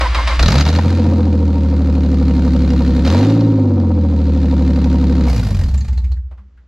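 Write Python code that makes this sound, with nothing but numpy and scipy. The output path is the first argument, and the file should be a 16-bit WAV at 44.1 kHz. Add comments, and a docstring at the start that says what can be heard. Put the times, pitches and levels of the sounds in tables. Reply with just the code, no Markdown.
"""A V6 with no exhaust fitted, heard close up from a microphone on the driveway under the car.
The starter grinds; the engine catches, idles, takes one quick rev, is switched off and coasts to rest.
Each firing thumps, barks and spits out of the open pipes, whose resonances shape the drone.
At crawling speed the strokes chuff and boom one by one, loose steel clinks and the crank knocks.
The sound scatters between floor pan and concrete, with still outdoor air behind it."""
import sys
import numpy as np
from scipy import signal
from scipy.fft import rfft, irfft
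from scipy.io import wavfile
from scipy.ndimage import uniform_filter1d

SR = 44100
rng = np.random.default_rng(int(sys.argv[2]) if len(sys.argv) > 2 else 0)


def bounce(signal):
    """Save signal as a 16-bit WAV file at the path given by the first command-line argument."""
    frames = np.transpose(np.atleast_2d(signal))
    limited = np.clip(frames, -1, 1)
    pcm = np.round(limited * 32767).astype(np.int16)
    wavfile.write(sys.argv[1], SR, pcm)


N = 294270
T = np.arange(N) / SR

# starter noise: (frequency [Hz], relative density [dB])
STARTER_SPECTRUM = [(150, -43.5), (250, -33.5), (282, -5), (435, -19), (526, -8), (658, -5.5), (717, -11.5),
                    (1120, -5), (1590, -10), (2130, -9), (2580, -12), (4800, -16), (5420, -21),
                    (11800, -43), (15600, -67.5)]
# the gears take up load at each compression: (time [s], relative clash [dB], relative groan [dB])
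COMPRESSIONS = [(.008, -14.5, -22), (.146, -16.5, -21), (0.273, -15, -25), (0.392, -11.5, -49.5)]
# harmonics of the loaded gear mesh: (relative level [dB])
MESH_HARMONICS = [-9.5, -3.5, -12, -9.5]
# slow strokes keep the pipes booming, lower while they are cold:
# (time [s], length [s], pitch [Hz], level [dB], release [dB/s], second pipe against first [dB])
BOOMS = [(-.003, 0.47, 57.06, -12.5, 304.5, -10), (5.661, .14, 66.7, -10, 189, -12),
         (5.881, 0.24, 62.2, -12.5, 76, -7), (6.557, 0.074, 60.5, -43.5, 150.5, -18)]
# air rumbling in the pipes: (frequency [Hz], relative density [dB])
RUMBLE_SPECTRUM = [(50, -35), (100, 10), (130, -1), (200, 0.5), (260, -16.5), (330, -26.5), (600, -58),
                   (3000, -85)]
# still air around the driveway: (frequency [Hz], relative density [dB])
AIR_SPECTRUM = [(71, -31), (120, 0), (725, -20), (1300, -20), (1500, -21), (1630, -22), (1830, -24),
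                (7100, -38.5), (9430, -59), (15000, -66.5)]
# start flare, fast idle, rev, recovery: (time [s], height [firings/s], rise [s], narrowness [exponent])
SURGES = [(.51, 18.219, .464, 1.91), (1.062, 2.629, .952, 6.871), (3.03, 42.906, .358, 1.668),
          (3.325, 2.086, 1.64, 4.119)]
# gulps of air for the start and the rev: (time [s], hold [s], added charge [dB], release [s])
GULPS = [(0.391, 0.23, 12.5, 0.24), (3.044, 0.13, 6.5, 0.17), (3.054, 0.23, -8, 0.025)]
# the cold engine misses a beat: (time [s], length [s], dip [dB])
MISFIRES = [(.625, 0.033, -8.5), (0.71, 0.019, -9.5), (0.782, 0.084, -3)]
# base levels out of the pipes: (speed [firings/s], firing tone [dB], drone [dB], bark [dB])
LEVELS_BY_SPEED = [(30, -9, -13, -39.5), (56, -17, -16.5, -29.5), (71.7, -13, -15, -30),
                   (76, -12.5, -17.5, -29.5), (87.5, -13, -15, -25), (105.7, -13.5, -12.5, -25.5),
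                   (107, -14, -12.5, -27)]
# pattern of the unequal cylinders: (order [per cycle], weight at idle [dB], weight revved [dB])
ENGINE_ORDERS = [(3, 13.5, 11), (5, -1.5, -8), (7, 1.5, 6), (8, 1, 1), (9, 17.5, 18.5), (10, -5.5, 2),
                 (11, -4.5, 5), (12, 15.5, 8.5), (13, -15.5, -16.5), (14, -12.5, -8.5), (15, 13, 15.5),
                 (16, -1, 11.5), (17, -1, -1), (18, 4, 8.5), (19, -7.5, -21.5), (20, -4.5, 1.5),
                 (21, 5, 13.5), (22, 5, 3), (23, -11.5, 3.5), (24, -3, 3.5), (25, -11, 0), (26, -8.5, 5),
                 (27, 2, -1), (28, -14.5, 5), (29, -13, -4.5), (30, -19.5, -12.5)]
# the open pipes and the hollow under the car: (frequency [Hz], gain [dB])
PIPE_RESPONSE = [(45, -24), (70, -10), (110, -24), (140, -15.5), (180, -8), (220, -3.5), (260, 0),
                 (300, -4.5), (350, -8.5), (430, -31.5), (500, -13.5), (600, -2.5)]
# uneven part of the burn: (frequency [Hz], relative density [dB])
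BURBLE_SPECTRUM = [(25, -30), (60, -21), (130, -2), (190, -6), (260, 3.5), (320, -3), (400, -1), (600, -53),
                   (3000, -88.5)]
# in firing order; the bank nearer the microphone spits louder: (relative bark [dB], relative hiss [dB])
CYLINDERS = [(-2.5, 5.5), (6, -0.5), (2, 4.5), (-1, -6), (7.5, 3.5), (2.5, 2)]
# gas pulse of one blowdown: (frequency [Hz], relative density [dB])
BLOWDOWN_SPECTRUM = [(380, -7.5), (480, 0.5), (570, -1), (650, -6), (900, 0), (1100, -7.5), (1500, -10)]
# resonances of the pipes' air and of their steel walls: (frequency [Hz], width [Hz], gain [dB])
PIPE_MODES = [(489.8, 30, 12), (530.2, 34, 7), (680, 43, -4), (736, 45, -3.5), (927.4, 18, 3.5),
              (1080, 63, -11.5), (1250, 200, -10)]
STEEL_MODES = [(1820, 30, 3.5), (2087, 32, -1.5), (2436, 39, -4), (2840, 35, -0.5), (3100, 16, -2),
               (3560, 16, -3), (3910, 58, -2.5), (4290, 27, -10), (4850, 16, -1), (4930, 43, 0.5)]
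# gas noise while firing and while coasting: (frequency [Hz], relative density [dB])
FIRING_SPECTRUM = [(600, 4), (1000, -1), (1350, 2.5), (1800, -5), (2400, -4), (3000, -8.5), (3600, -6.5),
                   (4200, -3.5), (5200, -12), (7000, -15.5), (8800, -30), (12000, -28), (14000, -43),
                   (15700, -62.5)]
COAST_SPECTRUM = [(350, -15), (600, 4), (950, 1), (1600, -3.5), (2400, -6.5), (3300, -9), (4400, -5.5),
                  (7000, -13), (9000, -22), (11000, -20.5), (12500, -21), (13600, -30), (14500, -40),
                  (15700, -46)]
# firings that go off hard: (time [s], relative sharp crack [dB], relative hollow bark [dB])
HARD_FIRINGS = [(0.4281, -5, -23.5), (0.4604, -7.5, -27), (0.4824, -6, -22), (0.5034, -19, -16.5),
                (0.521, -8, -10), (0.555, -13.5, -13.5), (0.5825, -11, -20.5), (0.6092, -8.5, -28.5),
                (0.6537, -14.5, -21), (.664, -17.5, -11), (0.6883, -13, -23), (0.729, -15.5, -16),
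                (0.7617, -18, -28), (0.787, -32.5, -5.5), (1.711, -36, -30), (2.703, -25, -24),
                (3.0477, -34, -21), (3.076, -13.5, -28), (3.101, -15, -23), (3.1464, -26, -9),
                (3.229, -34, -11), (3.3, -23, -23), (3.4096, -26, -23), (3.800, -33.5, -25),
                (4.843, -24, -23), (5.275, -28, -15)]
# their sharp and hollow parts: (frequency [Hz], relative density [dB])
SHARP_SPECTRUM = [(300, -8.5), (900, -3), (2500, -7), (4300, 1.5), (6300, -7.5), (8500, -31.5),
                  (12500, -35.5), (15500, -36)]
HOLLOW_SPECTRUM = [(200, -24), (520, 1), (700, 2), (930, 6.5), (1100, -8), (1800, -11), (3000, -19.5),
                   (8000, -51.5)]
# loose steel as the engine shakes to a stop: (time [s], level [dB], strongest ring [Hz])
CLINKS = [(5.284, -29.5, 2250), (5.300, -40, 4450), (5.329, -37, 4000), (5.364, -46, 6050),
          (5.378, -32, 2450), (5.394, -32, 3920), (5.429, -32, 1460), (5.466, -39, 4400),
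          (5.544, -38, 2420), (5.612, -34, 1880), (5.636, -39, 4630), (5.807, -39, 6440)]
# last strokes of air, each ringing a loose bit of steel: (time [s], puff [dB], ring [Hz], ring [dB])
CHUFFS = [(5.682, -43, 4360, -43), (5.74, -31, 4260, -56), (5.776, -36, 7200, -37), (5.807, -44, 4400, -38),
          (5.845, -39, 2350, -47), (5.88, -34.5, 4340, -54), (5.927, -41, 2340, -54),
          (5.975, -37, 4170, -37.5), (6.041, -43, 2290, -43), (6.116, -40, 4250, -43.5),
          (6.167, -57, 1680, -49.5)]
# air of those strokes: (frequency [Hz], relative density [dB])
CHUFF_SPECTRUM = [(210, -34), (350, 6), (805, 1.5), (885, 12), (988, -7), (1140, 2.5), (1560, -2),
                  (2270, -3.5), (3110, -7.5), (4260, -3), (5480, -10), (7050, -7), (8520, -18),
                  (15000, -27)]
# the crank settles: (time [s], level [dB], pitch [Hz])
KNOCKS = [(6.31, -43.5, 606), (6.375, -48.5, 980), (6.572, -54.5, 1430)]
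# scatter at the microphone: (frequency [Hz], level against the direct sound [dB])
SCATTER_RESPONSE = [(60, -44), (170, -29), (350, -23), (700, -13.5), (1400, -12), (2800, -10), (5600, -9),
                    (11000, -5)]

FIRST_STROKE_S, CATCH_S, RUNNING_S, SLOWING_S, SPARK_OFF_S = .36, .43, .56, 5.2, 5.255
CRANK_HZ, IDLE_HZ, REV_HZ, FRICTION_HZ_PER_S = 28.5, 68.822, 106, 65.885  # firing rates
FIRINGS_PER_CYCLE = len(CYLINDERS)


def amp(db):
    return 10 ** (np.asarray(db) / 20)


def unit(x):
    return x / np.sqrt(np.mean(x ** 2) + 1e-20)


def noise():
    return rng.standard_normal(N)


def ramp(start, end):
    return np.clip((T - start) / (end - start), 0, 1)


def hold(start, attack, length, release):
    """Envelope that opens, stays open and dies away."""
    return ramp(start, start + attack) * np.exp(-np.maximum(T - start - length, 0) / release)


def burst(start, rise, decay):
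    """Envelope of one puff."""
    age = np.maximum(T - start, 0)
    return (1 - np.exp(-age / rise)) * np.exp(-age / decay)


def wander(hz):
    """Random drift of rms 1, mostly slower than hz."""
    return unit(irfft(rfft(noise()) / (1 + (np.fft.rfftfreq(N, 1 / SR) / hz) ** 4), N))


def gain_at(spectrum, hz):
    freqs, db = np.transpose(spectrum)
    return amp(np.interp(np.log(hz + 1), np.log(freqs + 1), db))


def colour(x, spectrum):
    """Causal filter of unit energy, shaped like the spectrum."""
    gain = gain_at(spectrum, abs(np.fft.fftfreq(8192, 1 / SR)))
    log_gain = np.log(np.maximum(gain, 1e-5))
    taps = np.fft.ifft(np.exp(np.conj(signal.hilbert(log_gain)))).real[:4096]
    return signal.oaconvolve(x, taps / np.linalg.norm(taps))[:N]


def resonate(x, hz, width):
    radius = np.exp(-np.pi * width / SR)
    return 2 * signal.lfilter([1 - radius], [1, -radius * np.exp(2j * np.pi * hz / SR)], x).real


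def ring_modes(x, modes):
    return sum(amp(db) * resonate(x, hz, width) for hz, width, db in modes)


def noise_band(hz, width, skirt):
    return unit(resonate(resonate(noise(), hz, width), hz, skirt))


def steel(x):
    """Noise picks up the ring of the pipe walls."""
    return 1.077 * (x + ring_modes(x, STEEL_MODES))


def levelled(x):
    """Evens out the slow level and leaves the single firings."""
    power = uniform_filter1d(uniform_filter1d(x ** 2, 4000), 4000)
    return x / np.sqrt(power + 1e-4 * np.mean(x ** 2))


def firings(count, cylinder_db, scatter_db):
    """One impulse at each whole firing count, sized by its cylinder and by chance."""
    at = np.flatnonzero(np.diff(np.floor(count)) > 0)
    number = np.arange(len(at)) + 1
    chance_db = scatter_db * rng.standard_normal(1000)[number]
    train = np.zeros(N)
    train[at] = amp(cylinder_db[number % FIRINGS_PER_CYCLE] + chance_db)
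    return train


def puffs(train, rise, decay, steady):
    """Turbulence flares as each valve opens, over a steady flow."""
    flare = signal.oaconvolve(train, burst(0, rise, decay)[:SR // 8])[:N]
    return levelled((levelled(flare) + steady) * noise())


def firing_rate():
    """Firings per second: up to idle, surges that rise fast and settle slowly, then friction."""
    rate = CRANK_HZ + (IDLE_HZ - CRANK_HZ) * ramp(CATCH_S, RUNNING_S)
    for start, height, rise, narrowness in SURGES:
        age = np.maximum(T - start, 0) / rise
        rate += height * (age * np.exp(1 - age)) ** narrowness
    return np.maximum(rate - FRICTION_HZ_PER_S * np.maximum(T - SLOWING_S, 0), 0)


def intake(rate, leak=.23, valve_close_hz=6.3):
    """Air per firing and roughness of the burn; the idle valve closes as the speed rises over idle."""
    gulps = sum(amp(db) * hold(start, .008, length, release) for start, length, db, release in GULPS)
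    idle_valve = np.exp(-np.maximum(rate - IDLE_HZ, 0) / valve_close_hz)
    roughness = .18 + .1 * np.tanh(gulps / 2)
    return leak + idle_valve + gulps, roughness


def starter():
    """Gears grind and whine; at each compression they clash, groan and sag in pitch."""
    clash = sum(amp(db) * burst(start, rise=.0012, decay=.0084) for start, db, _ in COMPRESSIONS)
    load = sum(amp(db) * hold(start, .0043, length=.058, release=.015) for start, _, db in COMPRESSIONS)
    level = amp(-29 + 12 * ramp(.19, .82)) + amp(-37.5) * load / load.max()
    level *= hold(-.01, attack=.0088, length=.37, release=.033)
    grind = colour(noise() * (level + clash), STARTER_SPECTRUM)
    sag = sum(np.sin(np.pi * ramp(start, start + .115)) ** 2 for start, _, _ in COMPRESSIONS)
    mesh_hz = (555 + 30 * ramp(0, .2)) * (1 - .11 * sag + .018 * wander(hz=60))
    teeth = np.cumsum(mesh_hz) / SR
    overtones = sum(np.cos(2 * np.pi * (k * teeth + rng.random())) for k in range(2, 9))
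    whine = colour(unit(overtones), STARTER_SPECTRUM)
    whirr = sum(amp(db) * (1 + .68 * wander(hz=70)) * np.cos(2 * np.pi * k * teeth)
                for k, db in enumerate(MESH_HARMONICS, 1))
    rasp = resonate(resonate(noise(), hz=960, width=350), hz=1000, width=880)
    groan = unit(unit(whirr) + .96 * unit(rasp))
    return amp(-2) * steel(grind) + amp(-15.5) * level * whine + load * groan


def booms(second_pipe_ratio=1.232, attack_s=.0031):
    """The lowest resonances of the two banks' pipes ring together and beat."""
    boom = np.zeros(N)
    for start, length, hz, db, release, second_db in BOOMS:
        angle = 2 * np.pi * hz * (T - start)
        level = ramp(start, start + attack_s) * amp(db - release * np.maximum(T - start - length, 0))
        boom += level * (np.sin(angle) - amp(second_db) * np.sin(second_pipe_ratio * angle))
    return boom + .21 * boom ** 2 + .36 * boom ** 3


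def rumble(rate):
    """Air rumbles in the pipes while cranking, and again as the pistons slow."""
    cranking = amp(-37.5) * (T < RUNNING_S)
    coasting = amp(-17) * ramp(SPARK_OFF_S, 5.35) * (rate / IDLE_HZ) ** 1.4
    return (cranking + coasting) * colour(noise(), RUMBLE_SPECTRUM)


def outdoor_air():
    """Still air around the driveway, faint behind the car."""
    return amp(-62.5) * colour(noise(), AIR_SPECTRUM)


def firing_tone(rate, count, roughness):
    """The note of the firing rate; below the pipes' lowest resonance its octave takes over."""
    octave = np.interp(rate, [30, 52, 64], [.98, .75, 0])
    tone = octave * np.sin(4 * np.pi * count) - np.sqrt(1 - octave ** 2) * np.sin(2 * np.pi * count)
    waver = 1 + .19 * roughness * wander(hz=7.7)
    return np.sqrt(2) * tone * waver * ramp(.37, .39) * (1 - ramp(5.6, 5.8))


def drone(rate, count, roughness, crest_firings=.85, centre_order=21.5):
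    """Orders of the cycle sweep through the pipe resonances and swell together once a cycle: the lope."""
    total, power = np.zeros(N), np.zeros(N)
    cycle = (count - crest_firings + .0031 * wander(hz=25)) / FIRINGS_PER_CYCLE
    revved = np.clip((rate - IDLE_HZ) / (REV_HZ - IDLE_HZ), 0, 1)
    for order, idle_db, rev_db in ENGINE_ORDERS:
        pipe_gain = gain_at(PIPE_RESPONSE, order * rate / FIRINGS_PER_CYCLE)
        size = amp(idle_db + (rev_db - idle_db) * revved) * pipe_gain
        smear = .04 * (order - centre_order) ** 2 + .15 * rng.random()  # the pipes spread the crest
        total += size * np.cos(2 * np.pi * (order * cycle + smear))
        power += size ** 2 / 2
    burble = unit(colour(noise(), BURBLE_SPECTRUM))
    return np.sqrt(1 - roughness ** 2) * total / np.sqrt(power) + roughness * burble


def bark(valves, roughness, lag_firings=.2013, crest_firings=1.6):
    """Each blowdown, a pulse and a puff, rings the pipes; it swells once a cycle, in a steady lope."""
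    bark_db, _ = np.transpose(CYLINDERS)
    lagged = np.maximum(valves - lag_firings + .012 * wander(hz=40), 0)
    pulses = firings(lagged, bark_db, scatter_db=2)
    gas = levelled(pulses) + (.8 + roughness) * puffs(pulses, rise=.002, decay=.01, steady=.5)
    drive = colour(gas, BLOWDOWN_SPECTRUM)
    ringing = ring_modes(drive, PIPE_MODES) + .22 * roughness * drive  # a rough burn fills the gaps
    band = signal.butter(3, [440, 1400], "bandpass", fs=SR, output="sos")
    swell = 1 + .42 * np.cos(2 * np.pi * (valves - crest_firings) / FIRINGS_PER_CYCLE)
    return levelled(signal.sosfilt(band, ringing)) * swell


def hiss(valves, count, charge, spark_off, fade_db_per_s=19):
    """Gas spits from the pipes; with the spark off the puffs turn long and airy, and fade."""
    _, hiss_db = np.transpose(CYLINDERS)
    spits = puffs(firings(valves, hiss_db, scatter_db=2), rise=.0018, decay=.0037, steady=.66)
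    breaths = puffs(firings(count, hiss_db, scatter_db=1), rise=.001, decay=.008, steady=.3)
    firing = amp(-36.5) * charge * steel(colour(spits, FIRING_SPECTRUM))
    coast_db = -33 - fade_db_per_s * np.maximum(T - SPARK_OFF_S, 0)
    coasting = amp(coast_db) * steel(colour(breaths, COAST_SPECTRUM))
    return (1 - spark_off) * firing + spark_off * coasting


def thumps(count, hz=150.7):
    """The first full charges go off as separate low pops."""
    pops = firings(count, np.zeros(FIRINGS_PER_CYCLE), scatter_db=5)
    pops *= hold(.35, attack=.083, length=.24, release=.35)
    ring = (burst(0, rise=.002, decay=.0071) * np.sin(2 * np.pi * hz * T))[:SR // 8]
    lopsided = ring - .49 * ring ** 2  # the suck is deeper than the push
    return amp(-5.5) * signal.oaconvolve(pops, lopsided)[:N]


def engine(rate):
    """Tone, drone, bark and hiss follow the crank's speed and the charge, and dip at each misfire."""
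    count = np.cumsum(rate * (T >= FIRST_STROKE_S)) / SR  # firings so far
    # above idle the tone falls behind the valves as it passes the pipes' lowest resonance
    valves = count + .55 * np.tanh(np.maximum(rate - 71.5, 0) / 26)
    charge, roughness = intake(rate)
    charge_db = 20 * np.log10(charge)
    spark_off = ramp(SPARK_OFF_S, SPARK_OFF_S + .036)
    burn = amp(sum(db * np.sin(np.pi * ramp(start, start + length)) for start, length, db in MISFIRES))
    speeds, *levels = np.transpose(LEVELS_BY_SPEED)
    tone_db, drone_db, bark_db = (np.interp(rate, speeds, db) for db in levels)
    # drone and bark are 4 dB softer until one second in, and drop again with the spark off
    cold_start_db = -4 * (1 - ramp(1, 1.001))
    drone_db += .2 * np.minimum(charge_db, 0) + cold_start_db - 7 * spark_off
    bark_db += .3 * charge_db + cold_start_db - 10 * ramp(5.35, 5.38)
    last_swell = 1 + .66 * spark_off * hold(SPARK_OFF_S, attack=.01, length=.06, release=.015)
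    tone = amp(tone_db + .081 * charge_db) * last_swell * firing_tone(rate, count, roughness)
    pipes = amp(bark_db) * bark(valves, roughness) + hiss(valves, count, charge, spark_off)
    pipes += amp(drone_db) * drone(rate, count, roughness)
    pipes *= ramp(.385, .42) ** .7 * (1 - ramp(5.66, 5.76))
    return np.sqrt(burn) * tone + burn * (thumps(count) + pipes)


def cracks():
    """Hard firings burst out of the open pipes, close to the microphone."""
    sharp = sum(amp(db - 6.5) * burst(start - .001, rise=.000063, decay=.0032)
                for start, db, _ in HARD_FIRINGS)
    hollow = sum(amp(db - 7) * burst(start, rise=.00025, decay=.0056) for start, _, db in HARD_FIRINGS)
    return steel(colour(noise() * sharp, SHARP_SPECTRUM) + colour(noise() * hollow, HOLLOW_SPECTRUM))


def clinks(decay_s=.01):
    """Each knock on loose steel rings one strong mode and a handful of weaker ones."""
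    out, age = np.zeros(N + SR), T[:SR // 10]
    for start, db, hz in CLINKS:
        weaker = sum(np.sin(2 * np.pi * mode_hz * age) for mode_hz in rng.uniform(1400, 7500, size=7))
        ring = np.sin(2 * np.pi * hz * age) + amp(-14.5) * weaker
        out[round(start * SR):][:len(age)] += amp(db) * ring * np.exp(-age / decay_s)
    return out[:N]


def chuffs():
    """Single lungfuls of air chuff out over a fading leak and set loose steel ringing."""
    flow = sum(amp(db) * burst(start, rise=.0026, decay=.0084) for start, db, _, _ in CHUFFS)
    leak = amp(-47) * ramp(5.6, 5.601) * (1 - ramp(5.48, 6.244))
    air = steel(colour(noise() * (flow + leak), CHUFF_SPECTRUM))
    rings = sum(amp(db) * burst(start, rise=.0016, decay=.013) * noise_band(hz, width=320, skirt=750)
                for start, _, hz, db in CHUFFS)
    return air + rings


def knocks():
    """Dull metal knocks as the crank rocks back and settles."""
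    return sum(amp(db) * burst(start, rise=.0025, decay=.023) * noise_band(hz, width=620, skirt=1900)
               for start, db, hz in KNOCKS)


def pipe_hum(hz=199):
    """The pipe's third resonance sounds once, softly, at the very end."""
    return amp(-41) * burst(6.39, rise=.022, decay=.046) * np.sin(2 * np.pi * hz * T)


def under_car(mid):
    """Scatter between floor pan and concrete reaches each side of the microphone differently."""
    tail = (noise() * burst(0, rise=.001, decay=.022))[:SR // 8]
    scatter = signal.oaconvolve(mid, tail / np.linalg.norm(tail))[:N]
    side = irfft(rfft(scatter) * gain_at(SCATTER_RESPONSE, np.fft.rfftfreq(N, 1 / SR)), N)
    side -= .4 * np.gradient(mid)  # the right side hears the engine first
    return np.array([mid + side, mid - side])


def scene():
    """Start, idle, rev and run-down, in stereo from the driveway."""
    rate = firing_rate()
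    car = engine(rate) + starter() + cracks() + clinks() + chuffs()
    car += rumble(rate) + booms() + knocks() + pipe_hum()
    return under_car(car + outdoor_air())


def record(dry):
    """The recorder rounds off the loudest peaks and cuts the highest treble."""
    rounded = dry / (1 + dry ** 8) ** (1 / 8)
    lowpass = signal.firwin(511, cutoff=15750, window=("kaiser", 9), fs=SR)
    return signal.oaconvolve(rounded, lowpass[None], "same")


dry = scene()
out = record(dry)
bounce(out)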